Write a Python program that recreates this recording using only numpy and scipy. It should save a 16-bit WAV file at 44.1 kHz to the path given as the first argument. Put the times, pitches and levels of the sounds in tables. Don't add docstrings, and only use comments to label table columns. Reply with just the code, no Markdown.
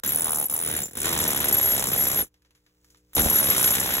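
import sys
import numpy as np
from scipy import signal
from scipy.fft import rfft, irfft
from scipy.io import wavfile
from scipy.ndimage import uniform_filter1d

SR = 44100
rng = np.random.default_rng(int(sys.argv[2]) if len(sys.argv) > 2 else 0)


def unload_wav(signal):
    wavfile.write(
        sys.argv[1],
        SR,
        np.round(np.clip(np.atleast_2d(signal).T, -1, 1) * 32767).astype(np.int16),
    )


N = 176400
T, HZ = np.arange(N) / SR, np.fft.rfftfreq(N, 1 / SR)
# (frequency [Hz], phase [rad])
LEFT_LEAD = [(0, 0), (500, 0), (1200, 1.4), (2500, 2.5), (3600, 1.8), (4700, 3.14), (6650, 6.28),
             (7400, 6.8), (8900, 9.42), (10900, 12.57), (11600, 13.3), (13100, 15.7), (15100, 18.85),
             (16000, 19.3)]
# (time [s], relative level [dB])
EXHAUST_LEVEL = [
    [(0.04, -39), (0.62, -46), (0.69, -37.5), (0.82, -40.5), (0.91, -52), (1.05, -34.5), (2.22, -36),
     (2.27, -66)],
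    [(3.135, -67), (3.149, -43.5), (3.169, -28), (3.271, -27), (3.283, -34), (3.99, -37)],
]
# (time [s], relative level [dB])
CRACK_LEVEL = [
    [(0.04, -40), (0.52, -51), (0.77, -39), (0.91, -59.5), (1.05, -36.5), (2.21, -40), (2.27, -70)],
    [(3.135, -63), (3.181, -28), (3.213, -38.5), (3.641, -33), (3.773, -38), (3.99, -35)],
]


def amp(db):
    return 10 ** (np.asarray(db) / 20)


def unit_rms(x):
    return x / np.sqrt(np.mean(x ** 2) + 1e-20)


def curve(rows, t, column=1):
    rows = np.array(rows)
    return np.interp(t, rows[:, 0], rows[:, column])


def since(start):
    return np.maximum(T - start, 0)


def over_hz(points):
    hz, value = np.transpose(points)
    return np.interp(np.log(HZ + 1), np.log(hz), value)


def coloured(x, spectrum):
    return irfft(rfft(x) * unit_rms(amp(over_hz(spectrum))), N)


def noise(grain_db=0, size=14):
    grains = np.repeat(rng.standard_normal(N // size + 1), size)[:N]
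    return unit_rms(rng.standard_normal((2, N)) * amp(grain_db * np.minimum(grains, 2.5)))


def microphones(x):
    # (frequency [Hz], coherence [0-1])
    likeness = [(40, .985), (100, .95), (200, .88), (380, .7), (700, .2), (1500, .2), (2600, .5),
                (3800, .7), (4700, .93), (6000, .85), (9000, .95), (11000, .9), (13100, .93), (15500, .92)]
    same = np.clip(over_hz(likeness), 0, 1)
    left, other = rfft(x)
    right = (same * left + np.sqrt(1 - same ** 2) * other) * np.exp(-1j * curve(LEFT_LEAD, HZ))
    return irfft(np.array([left, right]), N)


def direct(x):
    return np.array([x, irfft(rfft(x) * np.exp(-1j * curve(LEFT_LEAD, HZ)), N)])


def still_air():
    # (frequency [Hz], relative density [dB])
    spectrum = [(20, 4.5), (70, 3.5), (200, -11.5), (600, -14.5), (2000, -20.5), (15000, -29.5)]
    return amp(-73.5) * coloured(noise(), spectrum)


def engine(hz=60.2):
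    # (multiple, relative level [dB])
    orders = [(1, -70), (2, -77), (3, -77), (5, -74.5), (6, -84), (7, -81.5), (8, -79.5), (9, -87.5)]
    # (time [s], gain [dB])
    level = [(.03, -27), (.15, -2.5), (2.7, -4), (2.9, 1.5), (3.1, 0.5)]
    hum = sum(amp(db) * np.sin(2 * np.pi * (order * hz * T + rng.random())) for order, db in orders)
    return np.sqrt(2) * hum * amp(curve(level, T))


def piston(jitter_s=.00012, early_s=.0006):
    # (time [s], rate [blows/s])
    paces = [
        [(0.0355, 83.3), (0.076, 64.9), (0.196, 85.2), (0.467, 68.8), (0.623, 86.5), (0.659, 75.7),
         (0.777, 80.3), (0.881, 31.9), (1.003, 68.6), (1.079, 87.0), (1.188, 77.3), (1.227, 82.9),
         (1.346, 66.9), (1.387, 74.3), (1.511, 72.8), (1.641, 65.1), (2.007, 66.5), (2.1, 62.2), (2.144, 74.1),
         (2.265, 40.8)],
        [(3.133, 50.0), (3.18, 79.4), (3.384, 67.0), (3.426, 72.7), (3.516, 62.9), (3.981, 65.9)],
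    ]
    times = []
    for pace in paces:
        t = np.arange(pace[0][0], pace[-1][0] + .006, 1 / SR)
        cycles = np.cumsum(curve(pace, t)) / SR
        times.extend(np.interp(np.arange(int(cycles[-1]) + 1), cycles, t))
    times = np.array(times) + scatter(times, jitter_s) - early_s
    last = np.maximum(np.searchsorted(times, T) - 1, 0)
    return times, last, since(times[last])


def scatter(times, spread):
    return spread * rng.standard_normal(len(times))


def release(age):
    return np.exp(-np.maximum(age - .016, 0) / .006)


def levelled(blows, shape, runs, scatter_db):
    # (time [s], half length [s], gain [dB])
    grips = [(0.471, 0.02, -12.5), (0.682, 0.02, 2), (0.966, 0.0065, 9.5)]
    times, last, age = blows
    grip_db = sum(db * np.exp(-((times - at) / half) ** 4) for at, half, db in grips)
    level_db = curve(runs[0] + runs[1], times + .0044) + grip_db + scatter(times, scatter_db)
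    working = (age > 0) & (age < .015)
    power = np.bincount(last, shape ** 2 * working) / np.bincount(last, working)
    return (amp(level_db) / np.sqrt(power + 1e-20))[last] * shape * release(age)


def exhaust_swell(age, peak_s=.0054):
    return age / peak_s * np.exp(-(age / peak_s) ** 2 / 2)


def exhaust_puff(blows, top_hz=982, end_hz=174.2, sag_s=.003136):
    times, last, age = blows
    envelope = amp(-4.5) * levelled(blows, exhaust_swell(age), EXHAUST_LEVEL, scatter_db=1.3)
    cycles = end_hz * age + (top_hz - end_hz) * sag_s * (1 - np.exp(-age / sag_s))
    detune = 1 + scatter(times, .04)[last]
    return envelope * np.sqrt(2) * np.sin(2 * np.pi * cycles * detune)


def breaking_ice(blows, grain_db=5.5):
    # (frequency [Hz], relative density [dB])
    rumble_colour = [(20, -20.5), (40, -2.5), (56, -3), (90, -0.5), (140, 0.5), (300, -7), (500, -3.5),
                     (900, -14.5), (3000, -55)]
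    knock_colour = [(200, -19.5), (450, -6), (650, 4), (1100, 1.5), (1400, -5.5), (2000, -45.5),
                    (5000, -56.5)]
    crack_colour = [(700, -35), (1400, 0.5), (1900, 1), (2600, -1.5), (3800, 1), (4800, -9.5), (6000, -4),
                    (9000, -25.5)]
    treble_colour = [(3500, -72.5), (5300, -1), (6800, 0), (7350, 6.5), (8000, 2.5), (9300, -13.5),
                     (10800, 6), (12300, 4), (14000, -6.5)]
    spray_colour = [(11500, -36), (13900, -5), (15500, -8)]
    # (time [s], relative level [dB])
    knock_level = [
        [(0.04, -45.5), (0.25, -40.5), (0.84, -51.5), (0.87, -79.5), (1.07, -37), (2.21, -40.5), (2.27, -79.5)],
        [(3.135, -88), (3.16, -33.5), (3.223, -39), (3.693, -36.5), (3.811, -39.5), (3.99, -36)],
    ]
    treble_level = [
        [(0.04, -41.5), (0.86, -46), (0.89, -57.5), (1.05, -37.5), (2.2, -37), (2.27, -61.5)],
        [(3.135, -58.5), (3.153, -35), (3.547, -34), (3.583, -31.5), (3.907, -37.5), (3.99, -35.5)],
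    ]
    # (time [s], gain [dB])
    spray_lift = [(.8, 11), (1.05, 1.9)]
    times, last, age = blows

    def burst(level, fade_s, crumble, scatter_db):
        shape = (1 - np.exp(-age / .0016)) * (np.exp(-age / fade_s) + crumble * np.exp(-age / .038))
        return levelled(blows, shape, level, scatter_db)

    def recurring(share, grain_db=0):
        shapes = signal.lfilter([1], [1, -.9], rng.standard_normal((2, len(times), 1024)), axis=1)
        again = unit_rms(shapes[:, last, np.round(age * SR).astype(int) % shapes.shape[2]])
        return np.sqrt(share) * again + np.sqrt(1 - share) * noise(grain_db)

    held_swell = exhaust_swell(age) + .35 * (age > 0)
    rumble = recurring(.35) * levelled(blows, held_swell, EXHAUST_LEVEL, scatter_db=1.8)
    knock = recurring(.55) * burst(knock_level, fade_s=.0019, crumble=.09, scatter_db=.5)
    crack = recurring(.3, grain_db) * burst(CRACK_LEVEL, fade_s=.0012, crumble=.2, scatter_db=1.4)
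    treble = noise(grain_db) * burst(treble_level, fade_s=.0018, crumble=.23, scatter_db=2.5)
    spray = noise(grain_db) * burst(treble_level, fade_s=.0012, crumble=.14, scatter_db=2)
    return (amp(-1) * coloured(rumble, rumble_colour)
            + amp(-.5) * coloured(knock, knock_colour)
            + amp(4.5) * coloured(crack, crack_colour)
            + amp(7.5) * coloured(treble, treble_colour)
            + amp(curve(spray_lift, T)) * coloured(spray, spray_colour))


def chatter(rough):
    real, imaginary = unit_rms(uniform_filter1d(rng.standard_normal((2, N)), size=70))
    return (1 + rough * (real + 1j * imaginary) / np.sqrt(2)) / np.sqrt(1 + rough ** 2)


def seated(blows, tail, delay_s=.0016, width_s=.0008):
    # (time [s], bite [0-1])
    bite = [(.21, 0.73), (.46, 0.25), (1.3, 0.4), (1.55, 0.1)]
    times, last, age = blows
    share = curve(bite, times)[last] ** 2
    snap = np.exp(-((age - delay_s) / width_s) ** 2) * (age > 0)
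    return share * snap + (1 - share) * tail


def blade_clink(blows, delay_s=.0016, rise_s=.0017, bend_hz=349, scatter_hz=111.5):
    # (time [s], base pitch [Hz], fade [s])
    note = [(.7, 9870, 0.0022), (1.45, 9870, 0.0022), (1.7, 10140, 0.004), (3.6, 10110, 0.016)]
    # (time [s], relative level [dB])
    level = [
        [(0.04, -59), (0.05, -32.5), (0.15, -33), (0.16, -26.5), (0.82, -32.5), (0.9, -54.5), (1.01, -33),
         (2.23, -36), (2.27, -66)],
        [(3.135, -59), (3.153, -38), (3.175, -27), (3.223, -34), (3.443, -26), (3.539, -42), (3.567, -26),
         (3.99, -41)],
    ]
    times, last, age = blows
    after = np.maximum(age - delay_s, 0)
    settle = np.exp(-after / rise_s)
    rebound = 2 * (1 - settle) * np.exp(-after / curve(note, T, column=2))
    rebound *= amp(scatter(times, 3.3))[last]
    hz = curve(note, T) + scatter(times, scatter_hz)[last] + bend_hz * settle
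    phase = 2 * np.pi * np.cumsum(hz) / SR
    tone = chatter(rough=.55) * np.exp(1j * (phase + scatter(times, np.pi)[last]))
    envelope = amp(1.5) * levelled(blows, seated(blows, rebound), level, scatter_db=1.5)
    return envelope * np.sqrt(2) * tone.real


def blade_ring(blows, hz=11567, rise_s=.0025, fade_s=.026, jam_chance=.15, jam_db=-18, slip_rad=2):
    # (time [s], relative level [dB])
    level = [(0, -36), (.43, -29), (.465, -55), (.485, -36), (.51, -37), (.81, -35), (.87, -59), (1, -52.5),
             (1.6, -32), (1.62, 7.5), (1.75, -11), (1.82, -40.5), (1.96, -13.5), (2.05, -15), (2.1, -21.5),
             (2.17, -16.5), (2.21, -12), (2.26, -57.5), (3.135, -48), (3.17, -20), (3.54, -21), (3.67, -19),
             (3.78, -29), (3.99, -20)]
    # (time [s], relative level [dB])
    free_blows = [(.062, -16), (.077, -16), (.092, -13.5), (.12, -12.5), (.148, -14.5), (.384, -19.5),
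                  (.458, -18), (.537, -15.5), (.766, -22), (1.128, -18), (1.201, -17.5), (1.277, -14),
                  (1.307, -18), (1.363, -17.5), (1.402, -17), (1.444, -15), (1.484, -15), (1.524, -11),
                  (1.54, -11.5), (1.568, -14), (1.583, -13.5), (3.152, -14.5), (3.192, -11), (3.301, -12.5),
                  (3.326, -13), (3.355, -9.5), (3.386, -11.5), (3.501, -11.5), (3.66, -12), (3.674, -14)]
    times, last, age = blows
    ring_db = curve(level, times) + scatter(times, 3)
    jammed = rng.random(len(times)) < jam_chance
    ring_db = np.minimum(ring_db + jam_db * jammed, -15)
    for at, db in free_blows:
        ring_db[np.argmin(abs(times - at))] = db
    tail = (1 - np.exp(-(age / rise_s) ** 2)) * np.exp(-age / fade_s) * release(age)
    envelope = amp(ring_db + .5)[last] * seated(blows, tail)
    slip = np.exp(1j * np.cumsum(scatter(times, slip_rad)))[last]
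    smoothed = uniform_filter1d(envelope * slip, size=50)
    return (smoothed * chatter(rough=.25) * np.exp(2j * np.pi * hz * T)).real


def ice_chip(blows, centre_hz=1450, spread_octaves=.45, fade_s=.0015, delay_s=.0012):
    times, last, age = blows
    t = np.maximum(age - abs(scatter(times, delay_s))[last], 0)
    hz = centre_hz * 2 ** scatter(times, spread_octaves)[last]
    tone = np.exp(-t / fade_s) * np.sin(2 * np.pi * hz * t)
    return amp(-5.5) * levelled(blows, tone, CRACK_LEVEL, scatter_db=1.6)


def shank(hz=7225, t60_s=.14):
    # (time [s], level [dB])
    strikes = [(0.076, -25.5), (0.675, -31), (0.768, -27.5), (0.833, -22.5), (1.05, -23.5)]
    return sum(amp(db - 60 * since(at) / t60_s) * np.sin(2 * np.pi * hz * since(at))
               for at, db in strikes)


def hollow_pop(blows, hz=1080, width_s=.00075, delay_s=.0012):
    # (time [s], level [dB])
    level = [(.15, -67), (.27, -23.5), (.33, -24.5), (.42, -29.5), (.47, -71), (.52, -28), (.59, -48),
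             (.65, -65.5)]
    times, last, age = blows
    t = age - delay_s
    envelope = amp(curve(level, times))[last] * np.exp(-(t / width_s) ** 2)
    return envelope * np.sin(2 * np.pi * hz * t) * (age > 0)


def grit():
    # (time [s], level [dB])
    level = [(0, -130), (2.2, -84), (2.4, -84), (2.57, -80), (2.8, -71), (2.91, -67), (3.02, -77),
             (3.12, -68)]
    # (frequency [Hz], relative density [dB])
    spectrum = [(100, -4.5), (500, -2), (1500, 0.5), (3500, -1), (7200, 1.5), (9000, -3), (11500, -7.5),
                (15500, 0)]
    return amp(curve(level, T)) * coloured(noise(grain_db=6), spectrum)


def crumbs(fade_s=.0022, skitter_s=.028, split_hz=4000):
    # (time [s], relative level [dB], treble against the middle [dB])
    landings = [(2.342, -53, -12.5), (2.42, -59, -8), (2.449, -53.5, -15), (2.507, -56.5, -9),
                (2.55, -50.5, -7.5), (2.663, -50.5, -13), (2.845, -54.5, -4), (2.902, -56, 2.5),
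                (2.946, -49, -16), (2.97, -66.5, 5)]
    # (frequency [Hz], relative density [dB])
    spectrum = [(200, -3), (700, -9.5), (1800, -1.5), (3000, -2.5), (7000, 5.5), (9500, -4), (11500, 3),
                (15500, -14)]
    middle, treble = np.zeros((2, N))
    for at, db, treble_db in landings:
        decay = np.exp(-since(at) / fade_s) + .94 * np.exp(-since(at) / skitter_s)
        tick = amp(db - 4.5) * (T > at) * decay
        middle += tick
        treble += amp(treble_db) * tick
    grains = noise(grain_db=3.5, size=30)
    low = signal.lfilter(*signal.butter(2, split_hz, fs=SR), grains)
    return coloured(middle * low + treble * (grains - low), spectrum)


def lumps(fade_s=.0023):
    # (time [s], relative level [dB])
    landings = [(2.847, -66), (2.947, -53)]
    # (frequency [Hz], gain [dB])
    modes = [(1250, -0.3), (1900, -1.7)]
    return sum(amp(db + mode_db) * np.exp(-since(at) / fade_s) * np.sin(2 * np.pi * hz * since(at))
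               for at, db in landings for hz, mode_db in modes)


def slab(rise_s=.0036, fade_s=.016):
    # (time [s], relative level [dB])
    thuds = [(3.19, -20), (3.254, -16)]
    # (frequency [Hz], relative density [dB])
    spectrum = [(20, -9), (55, 5), (110, -15), (280, -18), (600, -13.5), (3000, -58)]
    envelope = sum(amp(db) * (1 - np.exp(-since(at) / rise_s)) * np.exp(-since(at) / fade_s)
                   for at, db in thuds)
    return envelope * coloured(noise(), spectrum)


def scene():
    blows = piston()
    puffs = exhaust_puff(blows)
    ice = breaking_ice(blows)
    steel = blade_clink(blows) + blade_ring(blows) + shank()
    clicks = ice_chip(blows) + ice_chip(blows) + hollow_pop(blows) + lumps()
    centre = puffs + engine()
    debris = crumbs() + slab() + grit()
    return centre + direct(steel + clicks) + microphones(ice + debris + still_air())


def record(dry):
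    dry = signal.sosfilt(signal.butter(2, 38, "highpass", fs=SR, output="sos"), dry)
    band_limit = signal.firwin(511, 15800, window=("kaiser", 9), fs=SR)
    return signal.oaconvolve(dry, band_limit[None], "same")


dry = scene()
out = record(dry)
unload_wav(out)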